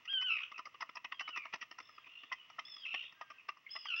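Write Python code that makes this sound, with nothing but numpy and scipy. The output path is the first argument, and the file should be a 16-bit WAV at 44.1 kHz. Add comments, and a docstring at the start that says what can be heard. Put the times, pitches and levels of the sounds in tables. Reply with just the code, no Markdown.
"""Inside a seabird burrow under boulders, heard from a camera's microphone in the stone cavity.
A rapid run of dry knocks and scuffs, about twelve a second, rings briefly off the rock.
Seabirds give long calls that start as a clean whistle, fall in pitch and break into a pulsing rasp.
Under it lie the dull hush of the shore outside and the camera's own faint hiss and whine."""
import sys
import numpy as np
from scipy import signal
from scipy.fft import rfft, irfft, next_fast_len
from scipy.io import wavfile
from scipy.ndimage import uniform_filter1d, map_coordinates

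SR = 44100
rng = np.random.default_rng(int(sys.argv[2]) if len(sys.argv) > 2 else 0)


def dump(signal):
    """Clip the signal to [-1, 1] and save it as 16-bit WAV at the path in sys.argv[1]."""
    limited = np.clip(np.atleast_2d(signal).T, -1, 1)
    pcm = np.round(limited * 32767).astype(np.int16)
    wavfile.write(sys.argv[1], SR, pcm)


N = 176400


def amp(db):
    """Decibels to gain."""
    return 10 ** (np.asarray(db) / 20)


def along(points, hz):
    """Read (Hz, value) points on a log frequency axis."""
    freqs, values = np.transpose(points)
    return np.interp(np.log(hz + 1), np.log(freqs + 1), values)


def wobble(rate, size):
    """A smooth random curve, rate knots a second."""
    return map_coordinates(rng.standard_normal(8192), [np.arange(size) * rate / SR], mode="wrap")


def causal(gain):
    """The minimum-phase response with this gain: it rings only after it is struck."""
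    cepstrum = irfft(np.log(np.maximum(gain, 1e-6)))
    half = len(cepstrum) // 2
    cepstrum[1:half] *= 2
    cepstrum[half + 1:] = 0
    return np.exp(rfft(cepstrum))


def add(track, start_s, sound):
    """Mix a sound into the track from start_s."""
    i = max(0, round(start_s * SR))
    track[i:i + len(sound)] += sound[:len(track[i:])]


# The cavity's resonances at the microphone. Each row: frequency in Hz, relative gain in dB.
CAVITY_COLOUR = [(60, -50), (130, -30.5), (195, -27), (270, -16.5), (440, -20.5), (590, -18.5),
                 (660, -10.5), (735, -17.5), (795, -13), (860, -14.5), (980, -4), (1230, 2), (1350, -5.5),
                 (1510, -15.5), (1680, -16.5), (1880, -1.5), (2100, -1.5), (2300, -11), (2550, -3),
                 (2820, -2.5), (3250, -16.5), (3550, -17.5), (3800, -24), (4600, -22), (5100, -13),
                 (5550, -12), (6050, -19.5), (6600, -41.5), (8000, -55.5), (12000, -74)]
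# The shore outside, before the cavity colours it. Each row: frequency in Hz, relative level in dB.
SHORE_COLOUR = [(20, -7), (48, 26.5), (105, 24), (290, 3), (500, 4), (800, -2), (1220, -5.5), (1600, 1),
                (2000, -2), (2900, 2.5), (4000, 2.5), (5600, -8.5), (7000, 15)]


def shore_hush():
    """The shore heard from under the boulders: dull noise through the cavity, swaying slightly."""
    size = next_fast_len(N + SR // 2)
    hz = np.fft.rfftfreq(size, 1 / SR)
    colour = amp(along(CAVITY_COLOUR, hz) + along(SHORE_COLOUR, hz))
    hush = irfft(rfft(rng.standard_normal(N), size) * colour, size)[:N]
    level_db = -67.5 + 1.3 * wobble(7.4, N)
    return amp(level_db) * hush / np.sqrt(np.mean(hush ** 2))


def camera_noise(hiss_db=-94.5, whine_db=-89, whine_hz=15735):
    """Right at the microphone: the camera's white hiss and a thin, high whine."""
    hiss = amp(hiss_db) * rng.standard_normal(N)
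    whine = np.sqrt(2) * np.sin(2 * np.pi * whine_hz * np.arange(N) / SR)
    return hiss + amp(whine_db + 2.5 * wobble(34, N)) * whine


# Where thud, knock, clack and tick meet. Each entry: a crossover in Hz.
CROSSOVERS_HZ = [627, 1834, 4160]
# Knocking inside the burrow. Each row: time in seconds, then thud, knock, clack and tick levels in dB.
CONTACTS = [(0.058, -95, -60.5, -52.5, -63.5), (0.132, -72, -61.5, -50.5, -67),
            (0.216, -84, -55, -49.5, -60.5), (0.226, -73, -50.5, -42.5, -56),
            (0.373, -67.5, -68, -44, -71.5), (0.521, -71, -48.5, -51.5, -66.5), (0.583, -75, -54, -51, -59),
            (0.595, -64.5, -41.5, -51, -60.5), (0.659, -71, -50.5, -49.5, -57.5),
            (0.673, -67.5, -49, -71, -68.5), (0.748, -71, -52.5, -57, -75), (0.811, -78, -45.5, -46, -49.5),
            (0.825, -66, -38.5, -46, -56.5), (0.896, -64.5, -50, -51.5, -67),
            (0.959, -98, -49.5, -56, -51.5), (0.974, -68.5, -46, -45, -64), (1.05, -65.5, -47, -41.5, -58),
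            (1.125, -70.5, -42.5, -41.5, -63.5), (1.199, -77.5, -51, -38, -58),
            (1.211, -68, -43.5, -43, -53.5), (1.281, -75, -45, -43, -65), (1.293, -63.5, -46.5, -51, -57.5),
            (1.364, -77, -45, -46, -59), (1.377, -61, -42.5, -41.5, -53.5),
            (1.458, -72, -46.5, -49.5, -67.5), (1.531, -77.5, -54.5, -48, -70),
            (1.541, -54.5, -41.5, -39.5, -51), (1.617, -72, -58, -43.5, -55), (1.629, -68, -48.5, -45, -63),
            (1.717, -66.5, -53.5, -51.5, -56.5), (1.789, -77, -47.5, -53.5, -57),
            (1.805, -65, -51.5, -51, -63), (1.895, -75, -56, -69, -71), (1.984, -73, -51.5, -57, -76),
            (2.072, -72, -60, -57.5, -78), (2.238, -67.5, -58, -52, -73), (2.321, -71.5, -40, -46, -76),
            (2.328, -70, -46, -38, -52.5), (2.503, -82, -55, -59.5, -66.5), (2.59, -70.5, -40, -72.5, -72),
            (2.596, -80, -51, -41.5, -54.5), (2.685, -86, -68.5, -56, -75), (2.769, -77, -59, -61, -65),
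            (2.861, -77, -63.5, -50, -67), (2.946, -58, -45, -37, -56), (3.036, -73.5, -71, -54.5, -72),
            (3.128, -75, -61.5, -64, -70), (3.216, -63, -43, -51, -62.5), (3.307, -69.5, -48.5, -53, -63.5),
            (3.491, -64, -37.5, -41.5, -54.5), (3.574, -83.5, -59.5, -71.0, -74.5),
            (3.757, -66, -47.5, -64, -71), (3.763, -79, -48.5, -43, -64), (3.859, -76, -46, -47, -59)]


def knocks(dull_hz=6950, ripple_db=4, ripple_spacing_hz=167.95):
    """Each contact is a short crunch in a softer scuff, cavity-coloured, with its own four band levels."""
    size, pre_s, lead_s = 8192, 0.03, 0.0028
    level_s = 0.008  # a band's level is its energy spread over this time
    t = np.arange(size) / SR - pre_s
    hz = np.fft.rfftfreq(size, 1 / SR)

    def swell(rise_s, t60_s):
        return amp(np.where(t < 0, 10 * t / rise_s, -60 * t / t60_s))

    blow = swell(rise_s=0.0018, t60_s=0.035)
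    scuff = amp(-5) * swell(rise_s=0.0027, t60_s=0.07)
    lowpasses = [1 / (1 + (hz / edge) ** 20) for edge in CROSSOVERS_HZ]
    cavity = amp(along(CAVITY_COLOUR, hz)) / np.sqrt(1 + (hz / dull_hz) ** 10)
    bands = np.diff([np.zeros_like(hz), *lowpasses, np.ones_like(hz)], axis=0) * cavity
    out = np.zeros(N)
    for time_s, *levels_db in CONTACTS:
        grain = amp(4 * wobble(300, size))
        crunch = rfft((blow + scuff * grain) * rng.standard_normal(size))
        # each contact excites the resonances differently
        crunch *= causal(amp(ripple_db * wobble(SR * hz[1] / ripple_spacing_hz, len(hz))))
        band_rms = np.linalg.norm(irfft(crunch * bands), axis=1) / np.sqrt(level_s * SR)
        colour = (amp(levels_db) / band_rms) @ bands
        add(out, time_s - lead_s - pre_s, irfft(crunch * causal(colour)))
    return out


# The third harmonic comes out as the whistle rises. 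Each row: pitch in Hz, added gain in dB.
THIRD_LIFT = [(1400, -54.5), (1500, -39.5), (1620, -20.5), (1670, 4), (1700, 3.5)]


def seabird_call(fundamental_db, third_db, grit_db, flutter, contour):
    """Start time and sound of a trembling whistle that roughens into jitter, throb, rasp and grit."""
    throb_hz, tremble_hz, grit_hz = 64.36, 52.14, 3464
    fade_s, break_roughness = 0.0031, 0.19
    times, *columns = np.transpose(contour)
    t = np.arange(times[0] - fade_s, times[-1] + fade_s, 1 / SR)
    n = len(t)
    curves = [np.interp(t, np.sort(times), column) for column in columns]
    pitch, second_db, rough = uniform_filter1d(curves, round(fade_s * SR))
    rough = np.clip(rough, 0, 1)
    depth = np.sqrt(rough)

    def drifting_beat(hz):
        return np.sin(2 * np.pi * np.cumsum(hz * (1 + 0.14 * wobble(50, n))) / SR)

    def noise_around(angle, rate):
        return wobble(rate, n) * np.sin(angle) + wobble(rate, n) * np.cos(angle)

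    throb, tremble = drifting_beat(throb_hz), drifting_beat(tremble_hz)
    jitter = 0.063 * wobble(900, n)
    phase = 2 * np.pi * np.cumsum(pitch * (1 + depth * (jitter + 0.017 * throb))) / SR
    broken = amp(-31) * np.clip(rough / break_roughness, 0, 1)  # overtones of the breaking voice
    third = broken + amp(third_db + along(THIRD_LIFT, pitch))
    harmonics = {1: amp(fundamental_db), 2: 1, 3: third, 4: broken, 6: broken * amp(-25)}
    rasp_share = 0.92 * rough
    voice = np.zeros(n)
    for k, gain in harmonics.items():
        whistle = np.sqrt(2 * (1 - rasp_share)) * np.sin(k * phase)
        rasp = np.sqrt(rasp_share) * noise_around(k * phase, rate=375 if k == 1 else 750)
        voice += gain * (whistle + rasp)
    puffs = depth * (1 + throb) / 2  # each throb sounds a noisy upper resonance
    grit = amp(grit_db) * puffs * noise_around(2 * np.pi * grit_hz * t, rate=520)
    from_edge_s = np.minimum(t - t[0], t[-1] - t)
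    fade = np.sin(np.pi / 2 * np.clip(from_edge_s / fade_s, 0, 1)) ** 2
    pulsing = (1 + 0.85 * depth * throb) * (1 + flutter * (1 - depth) * tremble)
    return t[0], (amp(second_db) * voice + grit) * fade * pulsing


# Birds heard in the burrow. Each row: fundamental and third harmonic (before its lift) in dB against
# the second, grit gain in dB, flutter from 0 to 1, contour. Each contour row: time in seconds,
# pitch in Hz, second harmonic level in dB, roughness from 0 (clean) to 1 (fully rough).
CALLS = [ (-15.5, -9.5, -66.5, 0.042, [(.078, 1300, -46, 0.07), (.096, 1587, -41, 0), (.112, 1629, -40, 0),
         (.166, 1550, -33, 0), (.182, 1514, -36.5, 0.02), (.215, 1491, -42.5, 0), (.25, 1544, -38.5, 0),
         (.287, 1441, -37, 0.1), (.305, 1325, -33, 0.14), (.335, 1305, -35.5, 0.22), (.37, 1248, -42, 0.42),
         (.4, 1232, -44, 0.94), (.436, 1355, -43.5, 1.04), (.46, 1326, -64, 0.3)]),
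         (-14, -10, -92, 0.69, [(.545, 1334, -53, 0), (.582, 1217, -56.5, 0.3)]),
         (-16, -2, -81, .1, [(1.145, 1640, -59, 0), (1.18, 1570, -67, 0), (1.21, 1505, -59, 0.01),
         (1.28, 1487, -53, 0.08), (1.326, 1454, -54, 0.02), (1.338, 1356, -45.5, 0.04),
         (1.385, 1212, -48.5, 0.12), (1.425, 1185, -51, 0.26), (1.47, 1069, -52.5, 0.37)]),
         (-7.5, -1.5, -84, 0.92, [(1.81, 1734, -76, 0), (1.85, 1766, -71.5, 0.14), (1.93, 1720, -79, 0),
         (2.035, 1590, -67.5, 0.24)]), (-23.5, -2, -73, 0.94, [(2.045, 1220, -61.5, 0.37),
         (2.1, 1380, -64, 0.52), (2.19, 1420, -55.5, 0.15), (2.28, 1444, -72.5, .9)]),
         (-27, -24, -76, 0.52, [(2.19, 1770, -67, 0), (2.26, 1700, -76, 0.2), (2.305, 1760, -74, 0.01),
         (2.355, 1610, -74, 0), (2.41, 1460, -57.5, 0), (2.46, 1460, -76, 0.52), (2.53, 1466, -66.5, 0),
         (2.565, 1460, -77, 0.14)]), (-31, -25, -78, 0.52, [(2.3, 1280, -66, .3), (2.46, 1250, -71, 0.36)]),
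         (-25, -4.5, -57.5, 0.61, [(2.653, 1700, -56.5, 0.01), (2.688, 1787, -61.5, 0),
         (2.735, 1720, -54, 0.01), (2.79, 1683, -63, 0.05), (2.815, 1660, -59, 0.2), (2.847, 1550, -47, 0),
         (2.856, 1315, -44, 0.2), (2.91, 1340, -44.5, 0.19), (2.95, 1363, -46, 0.41),
         (3.01, 1382, -47.5, 0.52), (3.06, 1373, -56, 0.85), (3.102, 1364, -66, 0.7)]),
         (8, -1, -89, 0.27, [(3.15, 1570, -82, 0.1), (3.175, 1619, -80, 0.08), (3.38, 1573, -78, 0.02)]),
         (-15, -17, -82, 0.46, [(3.385, 1300, -59.5, 0.2), (3.41, 1204, -64, 0.25)]),
         (-43, 8, -72, 0.25, [(3.666, 1080, -51, 0.11), (3.68, 1025, -54.5, 0.11)]),
         (-24, -10, -77, .5, [(3.69, 1450, -66.5, 0.86), (3.87, 1430, -59.5, 0.46)]),
         (-16, 10, -72, 0.56, [(3.695, 1564, -61.5, 0.11), (3.714, 1715, -64, 0), (3.77, 1700, -65, 0.03),
         (3.83, 1685, -75, 0.04), (3.87, 1620, -50, .08), (3.895, 1477, -42.5, .17),
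         (3.935, 1324, -37.5, 0.19), (3.975, 1360, -45, 0.1), (4, 1420, -40.5, 0)]),
         (-8, -1, -76, 0.41, [(3.964, 1700, -57, 0.11), (4, 1770, -57.5, 0.05)]), ]
# Echoes off boulders near the microphone. Each row: delay in seconds, gain in dB.
BOULDER_ECHOES = [(.0047, -16), (0.02, -18.5)]


def seabirds():
    """Each call reaches the microphone directly, then again off the boulders."""
    out = np.zeros(N)
    for row in CALLS:
        start_s, voice = seabird_call(*row)
        add(out, start_s, voice)
        for delay_s, db in BOULDER_ECHOES:
            add(out, start_s + delay_s, amp(db) * voice)
    return out


def chamber_ring(sound, t60_s=0.24, build_s=0.0061):
    """The short diffuse ring of the rock all round the microphone."""
    t = np.arange(SR // 2) / SR
    tail = rng.standard_normal(len(t)) * amp(-60 * t / t60_s) * (1 - np.exp(-t / build_s))
    return signal.fftconvolve(sound, tail / np.linalg.norm(tail))[:N]


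def scene():
    """One microphone in the burrow: nearly dry knocks and more ringing calls over hush and hiss."""
    knocking, calling = knocks(), seabirds()
    ring = chamber_ring(amp(-21.5) * knocking + amp(-7) * calling)
    return (shore_hush() + camera_noise() + knocking + calling + ring)[None]


def record(dry):
    """The camera cuts off steeply above its band limit."""
    top_hz = 15900
    lowpass = signal.ellip(10, 0.1, 70, top_hz, fs=SR, output="sos")
    return signal.sosfilt(lowpass, dry)


dry = scene()
out = record(dry)
dump(out)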